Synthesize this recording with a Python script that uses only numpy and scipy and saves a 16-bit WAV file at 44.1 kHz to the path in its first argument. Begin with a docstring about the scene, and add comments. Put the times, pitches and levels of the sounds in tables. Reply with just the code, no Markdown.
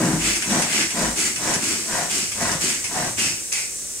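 """A kitchen, in stereo, close to a table where a pull-cord chopper stands a little to the left.
It is pulled seven times. Each pull grinds the drive while the blades cut vegetable pieces and throw them
against the plastic bowl; then the spring rasps the cord back in and the blades coast. A last short rewind
takes up the slack. The table shudders underneath, and something sizzles steadily in the room."""
import sys
import numpy as np
from scipy import signal
from scipy.fft import rfft, irfft
from scipy.io import wavfile

SR = 44100
rng = np.random.default_rng(int(sys.argv[2]) if len(sys.argv) > 2 else 0)


def dump(signal):
    """Clip the signal to [-1, 1] and save it as 16-bit WAV at the path in sys.argv[1]."""
    limited = np.clip(np.atleast_2d(signal).T, -1, 1)
    pcm = np.round(limited * 32767).astype(np.int16)
    wavfile.write(sys.argv[1], SR, pcm)


N = 176400
TIME = np.arange(N) / SR

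# pulls of the cord: start_s, rise_s, fall_s, drive_db, knock_db, cut_db, hollow_hz, hollow_db
PULLS = [(-.08, 0.099, 0.28, -31, -20.5, -28.5, 560, -32.5), (.42, 0.14, 0.17, -30.5, -24.5, -23, 814, -36),
         (.89, .13, 0.16, -30, -27, -25, 600, -38), (1.35, 0.14, .16, -30.5, -29, -25, 550, -38),
         (1.8, .18, .15, -30.5, -34, -26.5, 836, -39), (2.31, .15, .19, -30.5, -32.5, -26, 755, -39.5),
         (2.85, 0.14, 0.2, -33, -32, -28, 741.6, -33)]
# the cord runs back: start_s, attack_s, hold_s, release_s, scrape_hz, scrape_width_hz,
# rasp_db, spring_db, scrape_db, coasting_db, eyelet_db
REWINDS = [(0.17, 0.098, 0.015, 0.19, 2700, 400, -27.5, -25, -32, -29.5, -32),
           (0.651, 0.08, 0.087, 0.1, 2450, 806, -29, -25, -36.5, -30, -29.5),
           (1.151, .025, .1, 0.1, 2340, 500, -28, -30, -36, -33.5, -42),
           (1.593, 0.044, 0.081, 0.21, 2620, 500, -29, -31, -39, -32, -34),
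           (2.081, 0.031, .077, 0.19, 2950, 900, -29.5, -32.5, -34.5, -35, -32.5),
           (2.601, 0.015, 0.086, .15, 2308, 700, -28, -29.5, -39, -32.5, -36),
           (3.166, 0.025, 0.058, .15, 2820, 480, -28, -29.5, -29, -33, -29),
           (3.517, .003, 0.073, 0.1, 2500, 520, -31.5, -36, -32.5, -63, -35)]
# resonances of the bowl, the spring housing and the cord's rasp: pitch_hz, width_hz, boost_db
BOWL_MODES = [(83, 7.9, 10), (99, 4.6, 4), (160.3, 6, 7), (209, 6.5, 6), (236.5, 3, 6.5), (318, 6.7, 12),
              (361, 9.1, 2.5), (387, 11, 7)]
HOUSING_MODES = [(1571, 25, 3), (2064, 20, 5), (2145, 70, 6), (2340, 60, 3), (2492, 22, 5), (2635, 50, 5),
                 (2900, 200, 2), (3433, 35, 8)]
RASP_MODES = [(4467, 20, 8), (4650, 60, 4), (6400, 120, 3), (6978, 60, 5), (8380, 220, 3)]
# broad spectrum of the spring housing: frequency_hz, relative_db
HOUSING_COLOUR = [(200, -24.5), (700, -4), (1100, -6), (1600, -1), (2300, 1), (3000, 0), (3800, -6.5),
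                  (6000, -6), (14000, -32)]


def from_db(db):
    """Decibels to gain."""
    return 10 ** (np.asarray(db) / 20)


def at_hz(points, hz):
    """Reads a table on a log-frequency axis."""
    f, value = np.transpose(points)
    return np.interp(np.log(hz + 1), np.log(f), value)


def convolve(x, response):
    """Plays x through one response per row."""
    return signal.fftconvolve(np.atleast_2d(x), np.atleast_2d(response), axes=1)[:, :N]


def body(x, colour, modes=(), size=16384):
    """A causal body of unit power gain: a broad colour with resonances standing out of it."""
    hz = np.arange(size // 2 + 1) * SR / size
    power = np.ones(len(hz))
    for f, width, boost in modes:
        power += (from_db(abs(boost)) ** 2 - 1) / (1 + (2 * (hz - f) / width) ** 2)
    cepstrum = irfft(np.log(from_db(at_hz(colour, hz)) * np.sqrt(power)))
    cepstrum[size // 2:] = 0   # minimum phase
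    cepstrum[0] = 0
    response = irfft(np.exp(rfft(2 * cepstrum)))
    return convolve(x, response / np.linalg.norm(response))[0]


def resonate(x, hz, width_hz):
    """One resonance with a gain of 1 at its peak."""
    r = np.exp(-np.pi * width_hz / SR)
    feedback = [1, -2 * r * np.cos(2 * np.pi * hz / SR), r * r]
    return signal.lfilter(np.array([1, 0, -1]) * (1 - r * r) / 2, feedback, x + 1e-18)


def glide(x, hz, width_hz):
    """A resonance whose centre follows the curve hz; white noise keeps its rms."""
    turn = np.exp(2j * np.pi * np.cumsum(hz) / SR)
    narrow = signal.sosfilt(signal.butter(2, width_hz / 2, fs=SR, output="sos"), x * turn.conj() + 1e-18)
    return (narrow * turn).real * np.sqrt(2 * SR / width_hz)


def grains(per_s, spread_db):
    """Random tiny contacts of uneven size; rms 1."""
    sizes = from_db(spread_db * np.clip(rng.standard_normal(N), -2, 2)) * rng.choice([-1, 1], N)
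    x = sizes * (rng.random(N) < per_s / SR)
    return x / (x.std() + 1e-12)


def contacts(per_s, jitter, spread_db):
    """One click each time a tooth or blade comes round, uneven in time and size; rms about 1."""
    passes = np.cumsum(per_s * np.ones(N)) / SR
    timing, strength = rng.standard_normal((4096, 2)).T
    at = np.searchsorted(passes, np.arange(len(timing)) + jitter * timing)
    inside = (at > 0) & (at < N)
    sizes = from_db(spread_db * np.clip(strength, -2, 2))
    polarity = np.sign(np.sin(timing * SR))
    x = np.zeros(N)
    x[at[inside]] = (polarity * sizes / np.sqrt(np.mean(sizes ** 2)))[inside]
    return x * np.sqrt(SR / per_s)


def blows(rows, decay_s, size=4096):
    """Each blow rings briefly at its own pitch, with no weight far below it."""
    out, t = np.zeros(N + size), np.arange(size) / SR
    for (start, db, hz), sign in zip(rows, rng.choice([-1, 1], len(rows))):
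        at = int(max(start, 0) * SR)
        ring = sign * from_db(db) * np.sin(2 * np.pi * hz * t) * np.exp(-t / decay_s)
        out[at:at + size] += signal.sosfilt(signal.butter(2, hz / 2, "high", fs=SR, output="sos"), ring)
    return out[:N]


def stereo_grit(level, colour, modes, per_s, spread_db):
    """Grains under a level curve, through a body; their diffuse share differs between the sides."""
    # how diffusely the grains reach the microphones: frequency_hz, side_over_mid_db
    diffuse = [(1000, -4), (2500, 0.5), (4500, -1), (6000, 3.5), (7200, -8), (8800, -53), (10500, -3),
               (13000, -7)]
    mid, side = (body(level * grains(per_s, spread_db), colour, modes) for _ in range(2))
    side = irfft(rfft(side) * from_db(at_hz(diffuse, np.arange(N // 2 + 1) * SR / N)), N)
    return np.array([mid + side, mid - side])


def kitchen_response(size=14000):
    """Stereo reflections of the kitchen: octave bands of noise, each dying at its own rate."""
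    # reverberation time: frequency_hz, t60_s
    decay_times = [(100, 0.059), (500, 0.36), (2000, 0.31), (8000, 0.099), (16000, 0.096)]
    t, hz = np.arange(size) / SR, np.arange(size // 2 + 1) * SR / size
    white, out = rfft(rng.standard_normal((2, size))), 0
    octaves = np.log2(np.geomspace(62.5, 16000, 9))
    for centre, share in zip(octaves, np.eye(len(octaves))):
        band = irfft(white * np.interp(np.log2(hz + 1), octaves, share))
        out += band * 1000 ** (-t / at_hz(decay_times, 2 ** centre))
    out *= t > .002
    return out / np.linalg.norm(out, axis=1, keepdims=True)


def reverberate(x, room, wet_db):
    """Adds the kitchen to a stereo source."""
    return x + from_db(wet_db) * convolve(x, room)


def place(x, room, wet_db, pan_db, left_lead_s=.00007):
    """Direct sound, reaching the left microphone first, plus reflections, at constant power."""
    wet = from_db(wet_db)
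    right = np.interp(np.arange(N) - np.round(left_lead_s * SR), np.arange(N), x)
    pan = from_db([[pan_db / 2], [-pan_db / 2]])
    return pan * (np.array([x, right]) + wet * convolve(x, room)) / np.sqrt(1 + wet ** 2)


def background(room):
    """A fine steady sizzle over the low tone of the room."""
    # spectra of the room tone and the sizzle: frequency_hz, relative_db
    tone_colour = [(25, -7), (55, -8.5), (100, 4), (270, 2), (500, 0.5), (900, -13), (2000, -17),
                   (6000, -11.5)]
    sizzle_colour = [(900, -25.5), (2000, -15.5), (3300, -18.5), (5000, -13), (6200, -4), (7200, -1),
                     (8200, 2.5), (9200, -5), (10300, -7.5), (11600, -18.5), (15500, -23)]
    tone = from_db(-44) * body(rng.standard_normal(N), tone_colour)
    sizzle = stereo_grit(from_db(-31), sizzle_colour, (), per_s=9000, spread_db=1)
    return sizzle + place(tone, room, wet_db=-6, pan_db=1.5)


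def table_and_thrum():
    """The table shudders at its lowest mode under the chopper, and the blades thrum low beside it."""
    # the table's mode and the blades' thrum: pitch_hz, width_hz
    modes = [(52, 5.5), (95, 57)]
    # their levels: time_s, table_db, thrum_db
    shudder = [(0, -42, -39), (.3, -44, -47), (.55, -56, -50), (.85, -57, -54), (1.12, -38.5, -60),
               (1.4, -65, -48.5), (2.3, -62, -52.5), (2.48, -51, -40), (2.7, -58, -54), (2.999, -57, -43.5),
               (3.28, -60, -41.5), (3.5, -58, -66)]
    times, *curves = np.transpose(shudder)
    out = 0
    for (hz, width), db in zip(modes, curves):
        rumble = resonate(resonate(rng.standard_normal(N + SR), hz, width), hz, width)[SR:]
        out += rumble / rumble.std() * from_db(np.interp(TIME, times, db))
    return out


def clacks(room):
    """The drive catches or the handle clicks home: a quickly dying cluster of contacts rings the housing."""
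    # each clack: start_s, snap_db, housing_db, decay_s
    hits = [(.353, -25, -34, 0.022), (0.423, -25.5, -25.5, 0.011), (0.505, -39, -29, 0.0088),
            (0.62, -22.5, -28, 0.017), (0.905, -28, -29, 0.014), (1.201, -25.5, -42, .018),
            (1.36, -26, -30.5, 0.015), (1.537, -22.5, -29, 0.017), (2.319, -29, -33, 0.013),
            (2.417, -27, -35, 0.012), (2.516, -24, -33, 0.013), (2.842, -26, -32, 0.023),
            (3.183, -32, -28, 0.0091), (3.526, -18, -31, 0.0034), (3.534, -22, -34, 0.0044),
            (3.564, -30, -39, 0.004)]
    # spectrum of the snap: frequency_hz, relative_db
    snap_colour = [(1000, -23), (3500, -6), (5000, 16.5), (6800, 18), (8500, 16), (10200, 18.5),
                   (12000, -2), (15500, -40)]
    snap_level, ring_level = sum(
        from_db(db)[:, None] * (TIME >= start) * np.exp(-np.abs(TIME - start) / decay)
        for start, *db, decay in hits)
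    snap = stereo_grit(snap_level, snap_colour, RASP_MODES, per_s=4900, spread_db=1.5)
    ring = stereo_grit(ring_level, HOUSING_COLOUR, HOUSING_MODES, per_s=5000, spread_db=2.5)
    return reverberate(snap + ring, room, wet_db=-2.5)


def rewind_shape(start, attack, hold, release):
    """The level of one rewind rises to 1, holds and dies away."""
    t = TIME - start
    return np.clip(t / attack, 0, 1) * np.exp(-2 * (np.maximum(t - attack - hold, 0) / release) ** 1.09)


def coasting_blades(room, whirr_hz=401.7, sag_per_s=0.84):
    """The freewheeling blades rattle the bowl and hum lower as they slow."""
    swirl, rattle_level, whirr = rng.standard_normal(N), 0, 0
    for start, attack, hold, release, *_, coasting_db, _ in REWINDS:
        level = from_db(coasting_db) * rewind_shape(start, attack, hold, release)
        rattle_level += level
        pitch = whirr_hz * np.exp(-sag_per_s * np.maximum(TIME - start, 0))
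        whirr += glide(level * swirl, pitch, width_hz=35)
    # spectrum of the rattle: frequency_hz, relative_db
    rattle_colour = [(30, -25), (60, -25), (100, -4), (200, 6), (350, 3), (480, -3.5), (800, -16),
                     (1500, -4), (4000, -50), (12000, -73)]
    rattle = body(rattle_level * contacts(300, jitter=0.363, spread_db=5.5), rattle_colour, BOWL_MODES)
    return place(0.88 * rattle + from_db(-9.5) * whirr, room, wet_db=-12.5, pan_db=2)


def return_spring(room, sag_per_s=0.7):
    """The coils rub and ring their housing; their scrape sinks in pitch as the spring relaxes."""
    slips, coil_level, scrape = grains(per_s=2500, spread_db=0.5), 0, 0
    for start, attack, hold, release, hz, width_hz, _, spring_db, scrape_db, *_ in REWINDS:
        shape = rewind_shape(start, attack, hold, release)
        coil_level += 1.06 * from_db(spring_db) * shape
        pitch = hz * (1 - sag_per_s * np.clip(TIME - start, 0, attack + hold))
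        scrape += glide(from_db(scrape_db) * shape * slips, pitch, width_hz)
    rubs = [from_db(side_db) * coil_level * grains(per_s=1500, spread_db=0.5) for side_db in (.5, -.5)]
    coils = np.array([body(rub, HOUSING_COLOUR, HOUSING_MODES) for rub in rubs])
    return reverberate(coils, room, wet_db=-6.5) + place(scrape, room, wet_db=-4, pan_db=0.2)


def cord_rasp(room, eyelet_hz=5500, eyelet_lag_s=0.038):
    """The cord rasps back in; its eyelet hisses a moment later, once the cord runs fast."""
    # spectrum of the rasp: frequency_hz, relative_db
    rasp_colour = [(1000, -19.5), (3500, -9.5), (4800, -1), (6000, -1.5), (7500, 6.5), (8600, 2),
                   (10200, -3), (11700, -13), (15500, -20)]
    rasp_level, eyelet_level = 0, 0
    for *timing, _, _, rasp_db, _, _, _, eyelet_db in REWINDS:
        shape = rewind_shape(*timing)
        rasp_level += 1.48 * from_db(rasp_db) * shape
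        eyelet_level += from_db(eyelet_db) * np.interp(TIME - eyelet_lag_s, TIME, shape)
    rasp = stereo_grit(rasp_level, rasp_colour, RASP_MODES, per_s=2500, spread_db=0.5)
    hiss = glide(eyelet_level * grains(per_s=4600, spread_db=3.5), np.full(N, eyelet_hz), width_hz=1200)
    return reverberate(rasp, room, wet_db=-6.5) + place(hiss, room, wet_db=-4, pan_db=0.2)


def cord_speed(start, rise, fall):
    """One pull speeds up from rest to 1 and slows to rest again."""
    return np.sin(np.pi / 2 * np.interp(TIME, [start, start + rise, start + rise + fall], [0, 1, 0]))


def drive_grind(room, full_speed_teeth_per_s=420):
    """The teeth of the drive click faster and louder with the cord's speed, over a fine friction."""
    # spectrum of the drive: frequency_hz, relative_db
    drive_colour = [(120, -37), (350, -4.5), (600, 1), (950, 0.5), (1300, 0), (1900, 1), (2700, -7),
                    (4000, -21), (9000, -37), (15000, -59)]
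    # its resonances: pitch_hz, width_hz, boost_db
    drive_modes = [(557, 35, 7), (620, 30, 3), (698, 30, 6), (776, 20, 9), (895, 35, 5), (947, 40, 4),
                   (1571, 20, 4), (1706, 35, 4)]
    speed, level = 0, 0
    for start, rise, fall, drive_db, *_ in PULLS:
        stroke = cord_speed(start, rise, fall)
        speed += stroke
        level += from_db(drive_db) * stroke ** 2.3
    teeth = from_db(0.5) * contacts(full_speed_teeth_per_s * (.2 + .8 * speed), jitter=.15, spread_db=5.5)
    grind = body(level * (teeth + grains(per_s=1500, spread_db=1)), drive_colour, drive_modes)
    return place(grind, room, wet_db=-3, pan_db=3)


def cutting_blades(room):
    """The blades slice wetly, break crisp pieces and rap on hard ones."""
    # spectra of wet cutting and of crisp breaking: frequency_hz, relative_db
    wet_colour = [(1000, -1), (3000, -3.5), (4800, 0), (6500, 4.5), (8400, 7), (10000, -5), (11700, -11.5),
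                  (15500, -30)]
    crisp_colour = [(2000, -22), (4000, -7), (5300, -1), (7000, -2), (10000, -6), (13000, -9), (15500, -16)]
    # strikes on hard pieces: start_s, relative_db, pitch_hz
    strikes = [(0.02, -12, 550), (0.063, -29, 550), (0.529, -17, 790), (0.576, -21, 670),
               (0.596, -12.5, 790), (1.014, -16, 622.7), (1.029, -14, 610.8), (1.054, -22, 640),
               (1.48, -19, 550), (1.509, -21, 660), (1.988, -15, 705), (2.01, -24, 959.6),
               (2.413, -13.5, 687.8), (2.451, -18, 891), (2.977, -18, 710), (3.039, -26, 775)]
    level = sum(from_db(cut_db) * cord_speed(*timing) ** 1.2 for *timing, _, _, cut_db, _, _ in PULLS)
    slicing = stereo_grit(0.7 * level, wet_colour, (), per_s=2200, spread_db=0.5)
    crackle = from_db(-11.5) * body(level * grains(per_s=260, spread_db=6), crisp_colour)
    raps = from_db(-5.5) * blows(strikes, decay_s=0.0073)
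    return (reverberate(slicing, room, wet_db=-3) + place(crackle, room, wet_db=-2, pan_db=1)
            + place(raps, room, wet_db=-3, pan_db=3))


def bowl_knocks(room, glide_share=0.26):
    """Pieces knock on the bowl; its hollow ring rises in pitch as they are flung outwards."""
    # spectrum of the knocking: frequency_hz, relative_db
    knock_colour = [(25, -20), (48, -25), (75, -39), (120, -10), (180, 1), (300, -4.5), (450, -13.5),
                    (900, -19), (3000, -29.5), (12000, -89)]
    # heavy pieces thump on the wall: start_s, level_db, pitch_hz
    thumps = [(.024, -13, 230), (.032, -17, 192), (.056, -19, 182), (.090, -22, 170), (.137, -14, 166),
              (.476, -19, 200), (.519, -13.5, 211), (.588, -25, 220), (1.564, -17, 172),
              (2.425, -18.5, 225), (2.516, -22, 210), (2.552, -20, 168.8), (3.07, -24, 158)]
    pieces, level, hollow = contacts(240, jitter=0.472, spread_db=5.5), 0, 0
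    for *timing, _, knock_db, _, hollow_hz, hollow_db in PULLS:
        speed = cord_speed(*timing)
        level += from_db(knock_db) * speed ** 1.7
        pitch = hollow_hz * (1 + glide_share * (speed - 1))
        hollow += glide(from_db(hollow_db) * speed ** 6.3 * pieces, pitch, width_hz=225)
    knocks = body(level * contacts(330, jitter=.8, spread_db=0), knock_colour, BOWL_MODES)
    knocks += blows(thumps, decay_s=0.0095)
    return place(hollow, room, wet_db=-3, pan_db=3) + place(knocks, room, wet_db=-15.5, pan_db=0.8)


def scene():
    """Background, table and chopper; pulls, rewinds, clacks and background have their own reflections."""
    pull_room, rewind_room, clack_room, far_room = (kitchen_response() for _ in range(4))
    pulls = drive_grind(pull_room) + cutting_blades(pull_room) + bowl_knocks(pull_room)
    rewinds = coasting_blades(rewind_room) + return_spring(rewind_room) + cord_rasp(rewind_room)
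    return background(far_room) + table_and_thrum() + clacks(clack_room) + rewinds + pulls


def record(dry):
    """The top is cut steeply above 15.7 kHz."""
    return signal.sosfilt(signal.ellip(12, .1, 90, 15700, fs=SR, output="sos"), dry)


dry = scene()
out = record(dry)
dump(out)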